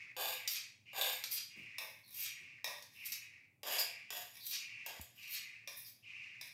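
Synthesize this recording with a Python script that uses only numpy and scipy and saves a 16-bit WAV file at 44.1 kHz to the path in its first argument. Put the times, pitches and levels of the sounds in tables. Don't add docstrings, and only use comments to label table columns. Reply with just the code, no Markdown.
import sys
import numpy as np
from scipy import signal
from scipy.fft import rfft, irfft
from scipy.io import wavfile
from scipy.ndimage import map_coordinates

SR = 44100
rng = np.random.default_rng(int(sys.argv[2]) if len(sys.argv) > 2 else 0)


def wav_out(sig):
    wavfile.write(sys.argv[1], SR, np.round(np.clip(np.atleast_2d(sig).T, -1, 1) * 32767).astype(np.int16))


N = 288192
TIME = np.arange(N) / SR
TAPS = 4096
BINS = np.fft.rfftfreq(TAPS, 1 / SR)

# frequency in Hz, width in Hz, level in dB.
CENTRE = [(511, 38, -9), (760, 180, -7.5), (1098, 150, -14.5), (1633, 137, -9), (2580, 290, -8),
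          (2960, 300, -8.5), (3650, 280, -4), (4720, 370, -7.5), (5420, 700, -17), (6900, 230, -8),
          (8230, 610, -15), (9150, 700, -18.5), (11470, 270, -8), (11980, 390, -13.5), (13800, 680, -8),
          (14520, 700, -23)]
EDGE = [(570, 83, -6.5), (983, 190, -6), (1883, 134, -2.5), (2395, 314, -0.5), (3590, 280, -2),
        (4060, 210, -6.5), (4970, 190, -4.5), (5440, 440, -2), (6350, 640, -13), (8250, 600, -16.5),
        (10030, 340, -11.5), (11180, 570, -13.5), (12400, 400, -19.5), (13560, 430, -10.5),
        (14330, 700, -17), (15080, 700, -21.5)]
LOWER = [(452, 51, -6.5), (540, 110, -1), (720, 120, 0), (960, 360, -6), (1750, 370, -4.5), (2780, 470, -1),
         (3300, 260, -1.5), (3760, 440, -6.5), (4950, 320, -0.5), (5610, 250, -6), (6950, 560, -5.5),
         (8170, 440, -13), (9640, 660, -12.5), (11870, 800, -7.5), (12900, 540, -7), (14600, 720, -12)]
# frequency in Hz, width in Hz, level in dB.
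RIM = [(1340, 260, -25), (1810, 195, -17.5), (2466, 370, -9.5), (3240, 270, -10), (3400, 260, -25),
       (3797, 150, -6), (4334, 230, -4), (4820, 210, -6), (5370, 220, -8), (5810, 230, -7.5),
       (6290, 120, -7.5), (6710, 49, -5.5), (7170, 400, -13.5), (7820, 46, -10), (8300, 90, -12.5),
       (8700, 71, -13.5), (9110, 400, -18), (9390, 83, -12), (9870, 120, -17), (10350, 110, -13),
       (11000, 140, -17.5), (11240, 69, -9), (11670, 160, -15), (12000, 110, -7.5), (12400, 53, -9),
       (12860, 140, -3), (13900, 61, -6), (13800, 85, -5.5), (14750, 140, -12), (15300, 340, -18)]
# frequency in Hz, width in Hz, level in dB.
TRAY_MODES = [(425, 20, 0), (505, 10, -3), (584, 9, -2), (660, 14, -3), (715, 12, 0), (868, 9, 3),
              (965, 14, -5), (1160, 27, -3), (1627, 10, 0), (3679, 20, -2), (6920, 20, -6)]
# frequency in Hz, level in dB.
SINGING_MODES = [(4802, -63.5), (5782, -62), (6234, -63), (6643, -68), (7833, -67), (8231, -71.5),
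                 (8646, -74), (11138, -73.5), (12075, -63), (13011, -61), (13501, -69.5), (13991, -72)]
# start, rise and hold in seconds, fade in dB per second,
# pressure in dB, low thrum and treble bite in dB above that pressure, modes of the spot pressed.
FLOOR_DRAGS = [(0.164, 0.017, 0.14, 232, -44, 1.5, 0, CENTRE),
               (0.93, 0.057, .11, 165, -41, 1.5, -1, CENTRE),
               (1.784, 0.012, 0.013, 112, -53.5, 2.5, 0, EDGE),
               (2.042, 0.1, 0.037, 202, -64, -10, 9.5, EDGE),
               (2.641, 0.022, 0.021, 120, -49.5, 0.5, -5, EDGE),
               (2.907, .03, 0.11, 144, -66, -32, -1, EDGE), (3.631, 0.055, 0.12, 298, -42, 2, -0.5, LOWER),
               (4.102, 0.021, 0.053, 155, -48, -4, 1, LOWER),
               (4.32, 0.033, 0.025, 196, -58, -19, 0.5, EDGE),
               (4.862, 0.012, 0.023, 86, -54.5, 0, -5, LOWER),
               (5.129, 0.037, 0.026, 200, -67, -22, 3, LOWER),
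               (5.191, 0.032, 0.056, 200, -57.5, -24, -8, RIM),
               (5.673, .01, .03, 102, -55.5, -10.5, -4, EDGE),
               (5.752, 0.022, 0.015, 177, -60.5, -25, 12, EDGE),
               (6.413, 0.013, 0.022, 205, -55, -24, -3.5, EDGE)]
# time in seconds, level in dB, brightness in dB per octave.
FLOOR_CLACKS = [(0.1661, -33, -2.5), (0.928, -60, -5), (1.0124, -24, 3), (1.7834, -28, 1.5),
                (2.6437, -25, 1.5), (3.6322, -34.5, -1.5), (3.7844, -26, 2.5), (3.79, -29, 1.5),
                (3.7965, -22, 11), (4.1049, -30.5, 1), (4.863, -30.5, 3), (5.675, -32.5, 1),
                (6.4122, -33.5, 2.5)]
# start, climb and hold in seconds,
# hiss in dB, delay from the end of the hold to the lip in seconds, rasp in dB.
RIM_SWEEPS = [(0.478, 0.037, 0.01, -41.5, 0.027, -43), (1.286, 0.035, 0.024, -39.5, 0.024, -41),
              (2.114, 0.067, 0.053, -42.5, 0.018, -44.5), (3.034, 0.023, 0.0087, -43, 0.054, -59),
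              (4.399, 0.068, 0.061, -46, .001, -39.5), (5.253, 0.078, 0.011, -44, 0.0042, -44),
              (5.846, 0.022, 0.0095, -51, 0.00092, -80)]
# time in seconds, level in dB, brightness in dB per octave, rattle decay in seconds.
RIM_CLINKS = [(0.4765, -23.5, -0.5, 0.0084), (1.2389, -27.5, -2.5, 0.005), (2.824, -42, 0, 0.0031),
              (3.1208, -28.5, 2, 0.013), (4.4664, -31.5, 13, 0.0086), (5.0134, -37.5, 9.5, 0.0016)]
# start and length in seconds, level in dB, first pitch, last pitch and width in Hz.
TIP_SQUEAKS = [(1.012, 0.006, -32.5, 3710, 3710, 665), (2.024, 0.13, -68.5, 4470, 3500, 450),
               (3.783, .028, -38.5, 4770, 4920, 800), (4.39, 0.12, -58, 4490, 3720, 920),
               (5.843, 0.037, -60.5, 5260, 4680, 800)]
# start in seconds, level in dB, decay in seconds.
ONION_PLOPS = [(1.555, -65, 0.05), (1.621, -72, 0.032), (2.401, -72, 0.027), (4.64, -83, 0.042)]
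# frequency in Hz, level in dB.
PLOP_SPECTRUM = [(40, -37.5), (110, -0.5), (170, -4.5), (280, -5.5), (450, -16.5), (900, -27), (3000, -35)]
# frequency in Hz, level in dB, time to fall 60 dB in seconds.
BUMP_MODES = [(81.5, -45.5, 0.11), (202, -42.5, 0.019), (800, -49, 0.014), (868, -69, 0.46)]
# start in seconds, level in dB.
BACKGROUND_SWISHES = [(-.4, -41.5), (0.205, -49), (.852, -50.5), (1.489, -52), (2.147, -51.5),
                      (2.94, -51.5), (3.671, -50), (4.5, -49), (5.165, -49.5), (6.021, -50.5)]
# frequency in Hz, level in dB.
SWISH_HISS_SPECTRUM = [(300, -54.5), (1200, 3.5), (1450, -33.5), (2400, -2), (3000, 2.5), (3800, 2),
                       (5200, 4.5), (7000, -4.5), (9500, -16), (15000, -23.5)]
# frequency in Hz, time to fall 60 dB in seconds.
KITCHEN_DECAY = [(200, 0.37), (800, 0.41), (2500, 0.49), (5000, 0.42), (9000, 0.38), (14000, 0.23)]
# frequency in Hz, spectral density in dB.
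ROOM_TONE_SPECTRUM = [(30, -38), (50, -22.5), (80, -8.5), (115, 3.5), (160, -8), (250, -9.5), (400, -18),
                      (800, -22.5), (1500, -32.5), (4000, -37), (15000, -34)]

DRAG_TOUCH_DB, DRAG_SAG_DB_PER_S = -17, 8.5
THRUM_DB_PER_S, BITE_DB_PER_S = -65.5, 15.5
RELEASE_DB = 35
LIFT_S, LIFT_DB = 0.012, -10
CLIMB_TOUCH_DB, CLIMB_FADE_DB_PER_S, CLIMB_BODY_DB = -21.5, 425.5, -8
LIP_TOUCH_DB, LIP_RISE_S, LIP_HOLD_S, LIP_FADE_DB_PER_S, LIP_BITE_DB = -18.5, 0.027, 0.013, 387, -21
SWISH_S, SWISH_RISE_S, SWISH_FADE_DB = 0.52, 0.04, -16.5


def tray_floor(level_db=-1, null_hz=1356, null_width_hz=178):
    ringing = linger(drags() + clacks(), TRAY_MODES, level_db=0)
    null = signal.iirnotch(null_hz, null_hz / null_width_hz, fs=SR)
    return amp(level_db) * signal.lfilter(*null, ringing)


def drags(level_db=-4):
    bands = [(120, 1350, 400, 1200), (1350, 9000, 3200, 7500), (10300, 20000, 11000, 15500)]
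    out = np.zeros(N)
    for start, rise, hold, fade, db, thrum_db, bite_db, modes in FLOOR_DRAGS:
        t = np.arange(0, rise + hold + RELEASE_DB / fade, 1 / SR)
        now = start + t
        lifted = np.any([(now < skip) & (now > skip - LIFT_S) for skip, _, _ in FLOOR_CLACKS], axis=0)
        push = stroke(t, DRAG_TOUCH_DB, rise, hold, fade)
        pressure = db + push - DRAG_SAG_DB_PER_S * t + LIFT_DB * lifted
        thrum = pressure + thrum_db + THRUM_DB_PER_S * t
        bite = pressure + bite_db + BITE_DB_PER_S * t
        grit = friction(SR, slips_per_s=1100, spread_db=2.8, smooth=0.45)[:len(t)]
        drive = grit * flutter(len(t), per_s=140, depth_db=2.5)
        sound = scrape(drive, [thrum, pressure, bite], ring(modes), bands)
        add(out, start, slide(sound, depth=0.0122, turns_per_s=4))
    return amp(level_db) * out


def clacks(level_db=-11):
    out = np.zeros(N)
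    for start, db, tilt in FLOOR_CLACKS:
        *_, modes = min(FLOOR_DRAGS, key=lambda drag: abs(drag[0] - start))
        add(out, start, blow(modes, db + level_db, tilt, rattle=2.4, rattle_s=0.005))
    return out


def tray_rim(ring_db=3, width_hz=22, level_db=0.3):
    loudest_db = max(db for _, db in SINGING_MODES)
    modes = [(hz, width_hz, db - loudest_db) for hz, db in SINGING_MODES]
    return amp(level_db) * linger(sweeps() + clinks(), modes, ring_db)


def sweeps(level_db=-3):
    bands = [(500, 9000, 3200, 7500), (10300, 20000, 11000, 15500)]
    out, t = np.zeros(N), np.arange(SR // 3) / SR
    for start, climb, hold, hiss_db, delay, rasp_db in RIM_SWEEPS:
        hiss = hiss_db + stroke(t, CLIMB_TOUCH_DB, climb, hold, CLIMB_FADE_DB_PER_S)
        lip_start = climb + hold + delay - LIP_RISE_S
        rasp = rasp_db + stroke(t - lip_start, LIP_TOUCH_DB, LIP_RISE_S, LIP_HOLD_S, LIP_FADE_DB_PER_S)
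        middle = np.maximum(hiss + CLIMB_BODY_DB, rasp)
        treble = np.maximum(hiss, rasp + LIP_BITE_DB)
        grit = friction(len(t), slips_per_s=1400, spread_db=2.5, smooth=0.37)
        drive = grit * flutter(len(t), per_s=160, depth_db=2.5)
        add(out, start, scrape(drive, [middle, treble], ring(touched(RIM)), bands))
    return amp(level_db) * out


def clinks(level_db=-11):
    out = np.zeros(N)
    for start, db, tilt, rattle_s in RIM_CLINKS:
        add(out, start, blow(touched(RIM), db + level_db, tilt, rattle=2.2, rattle_s=rattle_s))
    return out


def squeaks():
    out = np.zeros(N)
    for start, length, db, first_hz, last_hz, width_hz in TIP_SQUEAKS:
        progress = np.arange(0, length, 1 / SR) / length
        squeak = glide(progress, first_hz, last_hz, width_hz)
        add(out, start, amp(db) * squeak * signal.windows.tukey(len(squeak), 0.4))
    return out


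def stroke(t, touch_db, rise_s, hold_s, fade_db_per_s):
    return touch_db * np.maximum(1 - t / rise_s, 0) - fade_db_per_s * np.maximum(t - rise_s - hold_s, 0)


def friction(size, slips_per_s, spread_db, smooth):
    slipping = rng.random(size) < slips_per_s / SR
    strength = np.minimum(rng.exponential(1, size), 3.5)
    slips = slipping * amp(spread_db * strength) * rng.choice([-1, 1], size)
    return unit(unit(slips) + smooth * rng.standard_normal(size))


def scrape(drive, levels_db, response, bands):
    out, power = 0, abs(rfft(response)) ** 2
    for db, (low, high, core_low, core_high) in zip(levels_db, bands):
        core_strength = np.sqrt(np.mean(power * (BINS > core_low) * (BINS < core_high)))
        band = signal.sosfilt(signal.butter(4, [low, high], "bandpass", fs=SR, output="sos"), response)
        out = out + signal.fftconvolve(drive * amp(db), band / core_strength)
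    return out


def slide(sound, depth, turns_per_s):
    t = np.arange(len(sound)) / SR
    speed = 1 + depth * np.sin(2 * np.pi * (turns_per_s * t + rng.random()))
    return map_coordinates(sound, [np.cumsum(speed)], order=5)


def blow(modes, db, tilt_db, rattle, rattle_s):
    t = np.arange(TAPS // 4) / SR
    chatter = rng.standard_normal(len(t)) * np.exp(-t / rattle_s)
    force = (t == 0) + rattle * chatter / np.linalg.norm(chatter)
    sound = signal.fftconvolve(force, ring(modes, tilt_db))
    attack_rms = np.sqrt(np.mean(sound[:TAPS // 16] ** 2))
    return amp(db) * sound / attack_rms


def touched(modes, vary_db=2):
    hz, width, db = np.transpose(modes)
    return np.transpose([hz, width, db + vary_db * rng.standard_normal(len(db))])


def ring(modes, tilt_db=0):
    hz, width, db = np.transpose(modes)[:, :, None]
    power = (amp(db) ** 2 / (1 + ((BINS - hz) / (0.79 * width)) ** 2) ** 1.71).sum(0)
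    tilt = amp(tilt_db * np.log2((BINS + 200) / 4000))
    bass_loss = 1 + (260 / (BINS + 1)) ** 3
    gain = np.sqrt(power) * tilt / bass_loss
    cepstrum = irfft(np.log(gain + 1e-5))
    cepstrum[1:TAPS // 2] *= 2
    cepstrum[TAPS // 2 + 1:] = 0
    return irfft(np.exp(rfft(cepstrum)))


def linger(sound, modes, level_db):
    out = sound
    for hz, width, db in modes:
        radius = np.exp(-np.pi * width / SR)
        pole = radius * np.exp(2j * np.pi * hz / SR)
        ringing = signal.lfilter([1 - radius], [1, -pole], sound + 1e-15).real
        out = out + 2 * amp(db + level_db) * ringing
    return out


def plops(crackle_db=-4):
    out, t = np.zeros(N), np.arange(SR // 3) / SR
    for start, db, decay in ONION_PLOPS:
        ticks = friction(len(t), slips_per_s=500, spread_db=6, smooth=0.1)
        pat = noise(PLOP_SPECTRUM, len(t)) + amp(crackle_db) * ticks * np.exp(-t / decay)
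        swell = (2 * t / decay) * np.exp(1 - 2 * t / decay)
        add(out, start, amp(db) * pat * swell)
    return out


def handling_bump(start_s=4.996):
    out, t = np.zeros(N), np.arange(SR // 3) / SR
    swing = sum(amp(db - 60 * t / t60) * np.sin(2 * np.pi * hz * t) for hz, db, t60 in BUMP_MODES)
    add(out, start_s, swing)
    return out


def swishes(hiss_db=-16, level_db=-3):
    out, t = np.zeros(N), np.arange(0, SWISH_S, 1 / SR)
    progress = t / SWISH_S
    swell = (1 - np.exp(-t / SWISH_RISE_S)) * amp(SWISH_FADE_DB * progress ** 3)
    for start, db in BACKGROUND_SWISHES:
        resonance = glide(progress, first_hz=2553, last_hz=2271, width_hz=680, wander_hz=90.25)
        hiss = amp(hiss_db) * noise(SWISH_HISS_SPECTRUM, SR)[:len(t)]
        swish = (resonance + hiss) * flutter(len(t), per_s=45, depth_db=2.2)
        add(out, start, swish * swell * amp(db + level_db))
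    return out


def kitchen(sound, patterns=8):
    position = np.linspace(0, patterns - 1, N)
    fades = (np.cos(np.pi / 2 * np.clip(position - k, -1, 1)) for k in range(patterns))
    return sum(signal.oaconvolve(sound * fade, echoes())[:N] for fade in fades)


def echoes(delay_s=0.00099, build_s=0.0014):
    hz, t, spectra = signal.stft(rng.standard_normal(SR * 2 // 3), SR, nperseg=256)
    decay = amp(-60 * t / curve(KITCHEN_DECAY, hz)[:, None])
    _, tail = signal.istft(spectra * decay, SR, nperseg=256)
    tail = tail * np.clip((TIME[:len(tail)] - delay_s) / build_s, 0, 1)
    return tail / np.linalg.norm(tail)


def room_tone(level_db=-75.5):
    return amp(level_db) * noise(ROOM_TONE_SPECTRUM, N)


def glide(progress, first_hz, last_hz, width_hz, wander_hz=0):
    size = len(progress)
    slow = signal.butter(2, 35, fs=SR, output="sos")
    wander = unit(signal.sosfilt(slow, rng.standard_normal(SR)))[-size:]
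    hz = first_hz + (last_hz - first_hz) * progress + wander_hz * wander
    carrier = np.exp(2j * np.pi * np.cumsum(hz) / SR)
    narrow = signal.butter(3, width_hz / 2, fs=SR, output="sos")
    real, imag = signal.sosfilt(narrow, rng.standard_normal((2, SR)))[:, -size:]
    return unit(((real + 1j * imag) * carrier).real)


def flutter(size, per_s, depth_db):
    knots = rng.uniform(-1.6, 1.6, 400)
    swing = np.interp(np.arange(size) / SR * per_s, np.arange(len(knots)), knots)
    return unit(amp(depth_db * swing))


def noise(spectrum, size):
    gain = amp(curve(spectrum, np.fft.rfftfreq(size, 1 / SR)))
    return unit(irfft(rfft(rng.standard_normal(size)) * gain, size))


def curve(points, hz):
    point_hz, values = np.transpose(points)
    return np.interp(np.log(hz + 1), np.log(point_hz + 1), values)


def amp(db):
    return 10 ** (np.asarray(db) / 20)


def unit(x):
    return x / np.sqrt(np.mean(x ** 2) + 1e-30)


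def add(mix, start_s, sound):
    start = round(start_s * SR)
    sound = sound[max(-start, 0):]
    part = mix[max(start, 0):][:len(sound)]
    part += sound[:len(part)]


def scene(swish_send_db=-3):
    front = tray_floor() + tray_rim() + squeaks() + plops()
    behind = swishes()
    walls = kitchen(front + amp(swish_send_db) * behind)
    return (front + behind + walls + handling_bump() + room_tone())[None]


def record(dry, bass_cut_hz=57, band_limit_hz=15850):
    bass_cut = signal.butter(6, bass_cut_hz, "highpass", fs=SR, output="sos")
    band_limit = signal.firwin(511, band_limit_hz, window=("kaiser", 9), fs=SR)
    return signal.oaconvolve(signal.sosfilt(bass_cut, dry), band_limit[None], "same")


dry = scene()
out = record(dry)
wav_out(out)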